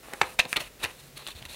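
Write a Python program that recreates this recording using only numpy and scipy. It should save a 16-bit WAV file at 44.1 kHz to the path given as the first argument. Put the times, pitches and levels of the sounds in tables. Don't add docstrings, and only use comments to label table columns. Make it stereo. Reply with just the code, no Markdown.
import sys
import numpy as np
from scipy import signal
from scipy.fft import rfft, irfft
from scipy.io import wavfile
from scipy.ndimage import uniform_filter1d

SR = 44100
rng = np.random.default_rng(int(sys.argv[2]) if len(sys.argv) > 2 else 0)


def wav_out(sig):
    wavfile.write(sys.argv[1], SR, np.round(np.clip(np.atleast_2d(sig).T, -1, 1) * 32767).astype(np.int16))


N = 68355

# time_s, scatter_s, pitch_ratio, stack_db, sheet_db, fold_db, edge_db
PAGE_SNAPS = [(0.0845, 0.00037, 0.55, -17.5, -24, -45, -45), (.1356, 0.0011, 0.83, -9.5, -12.5, -19, -15),
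              (0.2145, 0.0033, 1.007, 10, 3, -0.5, -31), (0.2315, 0.008, 0.83, -18, -7.5, -30, -34),
              (0.3901, 0.0016, 0.91, -2.5, 2.5, -2, -12), (0.3944, 0.0022, 0.89, -2, 4, 0, -8),
              (0.4529, 0.0019, 0.99, -19, -14.5, -15.5, -28), (0.5289, 0.00065, 0.95, -13, 0.5, -12.5, -8),
              (0.5665, 0.003, 0.83, -21.5, -16, -0.5, -15), (0.8419, 0.00037, 1.0, -9, -4.5, -17.5, -12),
              (1.2669, 0.00067, 1.03, -19.5, -15, -13.5, -26),
              (1.2734, 0.0039, 0.98, -27, -16.5, -14.5, -16), (1.4526, 0.004, 1.02, -28, -16.5, -18, -21),
              (1.4603, 0.0025, 0.91, -29, -33, -23, -27), (1.545, .002, 0.98, -27, -24, -23.5, -31)]
# peak_s, rise_s, fall_s, pitch_ratio, stack_db, sheet_db, fold_db, edge_db
EDGE_FLICKS = [(0.138, 0.011, 0.011, 0.84, -10.5, -33, -31, -31),
               (0.2165, 0.0015, 0.0024, 0.68, -23, -4.5, -3, -6),
               (0.2166, 0.00092, 0.014, 0.3, -9, -31, -10, -35),
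               (0.3943, 0.0026, 0.0059, 0.57, -6.5, -8, -7, -0.5),
               (0.4003, 0.0031, 0.005, 1, -5.5, 9.5, 2.5, -11),
               (0.46, 0.0064, 0.0043, 0.41, -11.5, -43, -43, -32),
               (0.5293, .0005, 0.0067, 0.682, -16, -7, -27, -34),
               (0.5614, 0.00065, 0.0044, 0.934, -14, 0, -7, -18),
               (0.5686, 0.0023, 0.0039, 1.02, -44, 0, -1.5, -10),
               (.571, 0.005, 0.012, 0.562, -4.5, -16, -6.5, -20),
               (0.6053, 0.0033, 0.019, 1.047, -13, -7, -16, -12),
               (0.612, 0.0076, 0.0097, 0.52, -15, -41, -20, -17),
               (0.838, 0.0064, 0.0016, 0.97, -13, -9, -7, -9.5),
               (.843, 0.012, 0.016, 0.48, -8.5, -13, -7.5, -22),
               (0.849, 0.0079, 0.0033, 0.99, -16, -2, -10, -12.5),
               (0.858, 0.0012, 0.0027, 1.1, -12.5, -10, -19, -42),
               (1.177, 0.0079, 0.0037, 1.04, -20.5, -21, -15.5, -18),
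               (1.285, 0.0025, 0.0099, 0.92, -16, -24.5, -14, -20),
               (1.307, 0.0036, 0.0069, 1.03, -40, -19.5, -22, -26),
               (1.317, 0.004, 0.0024, .97, -36, -36, -17, -35),
               (1.426, 0.0023, 0.0012, 1.08, -24, -22.5, -24, -30)]
# start_s, length_s, stack_db, sheet_db, fold_db, edge_db
SHEET_SLIDES = [(0.02, 0.22, -52.5, -61.5, -62, -56.5), (0.218, 0.09, -51.5, -51.5, -54.5, -54),
                (0.288, 0.08, -56.5, -59, -66, -55.5), (0.476, 0.077, -55, -51.5, -55, -46),
                (0.585, 0.036, -76, -47.5, -49, -50.5), (0.631, 0.06, -58, -50, -56, -55),
                (0.788, 0.1325, -51.5, -50, -57.5, -56), (0.905, 0.19, -63.5, -67, -61, -60),
                (.988, 0.027, -67, -59, -53, -57.5), (1.176, 0.061, -51.5, -55.5, -52, -56),
                (1.227, 0.111, -62, -55.5, -56, -58), (1.345, 0.058, -56.5, -57.5, -49.5, -55.5),
                (1.389, 0.12, -58, -68, -62, -66), (1.481, .11, -56.5, -51.5, -48.5, -50)]
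# time_s, pitch_hz, level_db
HAND_BUMPS = [(0.213, 78, -25.5), (0.388, 69.4, -24), (0.454, 86, -25.5), (0.573, 49.3, -19),
              (.605, 89, -25), (0.841, 81, -16), (1.355, 75, -15), (1.419, 122, -19), (1.46, 74.4, -19),
              (1.51, 73, -27)]

# freq_hz, level_db
STACK_TONE = [(40, -20.5), (130, -16.5), (280, -6), (480, -4.5), (620, -1), (820, -1.5), (1130, -1),
              (1500, -3.5), (2500, -6.5), (5000, -26.5), (16000, -93.5)]
SHEET_TONE = [(100, -47), (700, -31), (1300, -20.5), (1850, -3), (2200, -9), (2430, 1), (2700, 1.5),
              (3500, -13.5), (5000, -20.5), (16000, -73)]
FOLD_TONE = [(200, -56), (1800, -16.5), (3000, -10.5), (3600, -1), (4250, 0.5), (4900, -19), (6300, -24),
             (9000, -30), (16000, -55)]
EDGE_TONE = [(300, -4), (2500, -22.5), (5000, -5), (6200, -2), (7200, -3), (9500, 1.5), (11500, -3),
             (13000, -4.5), (16000, -13.5)]
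PAPER_PARTS = [STACK_TONE, SHEET_TONE, FOLD_TONE, EDGE_TONE]

# freq_hz, level_db
ROOM_TONE = [(60, -3), (250, -1.5), (500, 3), (1200, 3), (2000, -3.5), (4000, -4.5), (8000, 4.5),
             (16000, -9)]
# pitch_hz, level_db, t60_s
ROOM_RINGS = [(512, -61.5, 0.52)]
# freq_hz, level_db (per Hz)
AIR_TONE = [(15, -35), (28, -5), (48, 6), (70, -5.5), (130, -2.5), (300, -7.5), (500, -5.5), (900, -15.5),
            (2500, -15), (5000, -18.5), (10000, -20.5), (16000, -21.5)]
SIDE_HISS_TONE = [(20, 7.5), (60, -1), (250, -5), (1000, -13.5), (4000, -20), (7000, -9.5), (11000, -28.5),
                  (16000, -13)]

BURST_SIZE = 8192
SNAP_CLICKS_PER_S, FLICK_CLICKS_PER_S, SLIDE_CLICKS_PER_S = 5000, 4600, 3800
SNAP_SCATTER_DB = 2
CLICK_SPREAD_DB, SLIDE_SPREAD_DB = 3.5, 3.5
SLIDE_FADE_S, SLIDE_WAVER_DB = 0.014, 1
BUMP_RISE_S, BUMP_FALL_S = 0.0016, 0.021
ROOM_DB, ROOM_DELAY_S = -17, 0.0061
ROOM_T60_S, TREBLE_T60_S, ROOM_SPLIT_HZ = 0.27, 0.19, 3000
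AIR_DB, SIDE_HISS_DB = -52.5, -69
HUM_HZ, HUM_DB, HUM_WANDER = 139, -57, 0.0092
HUM_START_S, HUM_LENGTH_S, HUM_FADE_S = 0.95, 0.38, 0.097
TOP_HZ = 15700


def undb(db):
    return 10 ** (np.asarray(db) / 20)


def unit(x):
    return x / np.sqrt(np.sum(x ** 2) + 1e-18)


def colour(x, points, ratio=1):
    size = 2048
    hz, db = np.array(points, float).T
    bins_hz = np.maximum(np.fft.rfftfreq(size, 1 / SR), 1)
    gain = undb(np.interp(np.log(bins_hz), np.log(hz * ratio), db))
    cepstrum = irfft(np.log(gain))
    cepstrum[1:size // 2] *= 2
    cepstrum[size // 2 + 1:] = 0
    response = unit(irfft(np.exp(rfft(cepstrum))))
    return signal.fftconvolve(x, response)[:len(x)]


def clicks(rate, spread_db, size=N):
    there = rng.random(size) < rate / SR
    unevenness = np.minimum(rng.exponential(size=size), np.pi)
    force = undb(spread_db * unevenness) * rng.choice([-1, 1], size)
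    return unit(there * force) * np.sqrt(size)


def walk(rate):
    hold = int(SR / rate)
    steps = np.repeat(rng.standard_normal(N // hold + 1), hold)
    drift = uniform_filter1d(steps, hold)[:N]
    return drift / drift.std()


def burst_time():
    return (np.arange(BURST_SIZE) - BURST_SIZE // 2) / SR


def swell(rise, fall):
    t = burst_time()
    return np.exp(np.where(t < 0, t / max(rise, 1 / SR), -t / max(fall, 1 / SR)))


def gate(start, length, fade):
    t = np.arange(N) / SR - start
    return np.clip(np.minimum(t, length - t) / fade, 0, 1)


def add(out, burst, at):
    i = np.arange(BURST_SIZE) - BURST_SIZE // 2 + int(at * SR)
    inside = (i >= 0) & (i < N)
    out[i[inside]] += burst[inside]


def snaps():
    out = np.zeros(N)
    for at, scatter_s, ratio, *levels in PAGE_SNAPS:
        for spectrum, db in zip(PAPER_PARTS, levels):
            slips = clicks(SNAP_CLICKS_PER_S, CLICK_SPREAD_DB, BURST_SIZE)
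            push = undb(SNAP_SCATTER_DB) * unit(slips * swell(0, scatter_s))
            push[BURST_SIZE // 2] += 1
            add(out, undb(db) * unit(colour(push, spectrum, ratio)), at)
    return out


def flicks():
    out = np.zeros(N)
    for at, rise, fall, ratio, *levels in EDGE_FLICKS:
        for spectrum, db in zip(PAPER_PARTS, levels):
            slips = clicks(FLICK_CLICKS_PER_S, CLICK_SPREAD_DB, BURST_SIZE)
            grain = colour(slips, spectrum, ratio)
            add(out, undb(db) * unit(grain * swell(rise, fall)), at)
    return out


def slides():
    out = np.zeros(N)
    waver = undb(SLIDE_WAVER_DB * walk(70))
    for part, spectrum in enumerate(PAPER_PARTS):
        pressure = np.zeros(N)
        for start, length, *levels in SHEET_SLIDES:
            pressure += undb(levels[part]) * gate(start, length, SLIDE_FADE_S)
        slips = clicks(SLIDE_CLICKS_PER_S, SLIDE_SPREAD_DB)
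        out += colour(waver * pressure * slips, spectrum)
    return out


def hands():
    out = np.zeros(N)
    for at, hz, db in HAND_BUMPS:
        swing = np.sin(2 * np.pi * hz * burst_time())
        add(out, undb(db) * unit(swing * swell(BUMP_RISE_S, BUMP_FALL_S)), at)
    return out


def room(x):
    t = np.arange(N) / SR

    def decay(t60):
        return np.exp(-np.log(1000) * t / t60) * (t > ROOM_DELAY_S)

    noise = colour(rng.standard_normal(N), ROOM_TONE)
    low = signal.sosfilt(signal.butter(2, ROOM_SPLIT_HZ, fs=SR, output="sos"), noise)
    high = signal.sosfilt(signal.butter(2, ROOM_SPLIT_HZ, "high", fs=SR, output="sos"), noise)
    echo = undb(ROOM_DB) * unit(low * decay(ROOM_T60_S) - high * decay(TREBLE_T60_S))
    for hz, db, t60 in ROOM_RINGS:
        echo += undb(db) * np.sin(2 * np.pi * hz * t) * decay(t60)
    return signal.fftconvolve(x, echo)[:N]


def still_air():
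    return undb(AIR_DB) * colour(rng.standard_normal(N), AIR_TONE)


def hum():
    pitch_hz = HUM_HZ * (1 + HUM_WANDER * walk(11.8))
    phase = 2 * np.pi * np.cumsum(pitch_hz) / SR
    tone = np.sqrt(2) * np.sin(phase)
    return undb(HUM_DB) * tone * gate(HUM_START_S, HUM_LENGTH_S, HUM_FADE_S)


def side_hiss():
    hiss = undb(SIDE_HISS_DB) * colour(rng.standard_normal(N), SIDE_HISS_TONE)
    return hiss * np.array([[1], [-1]])


def scene():
    booklet = snaps() + flicks() + slides() + hands()
    return booklet + room(booklet) + still_air() + hum() + side_hiss()


def record(dry):
    return signal.sosfilt(signal.ellip(8, .2, 70, TOP_HZ, fs=SR, output="sos"), dry)


dry = scene()
out = record(dry)
wav_out(out)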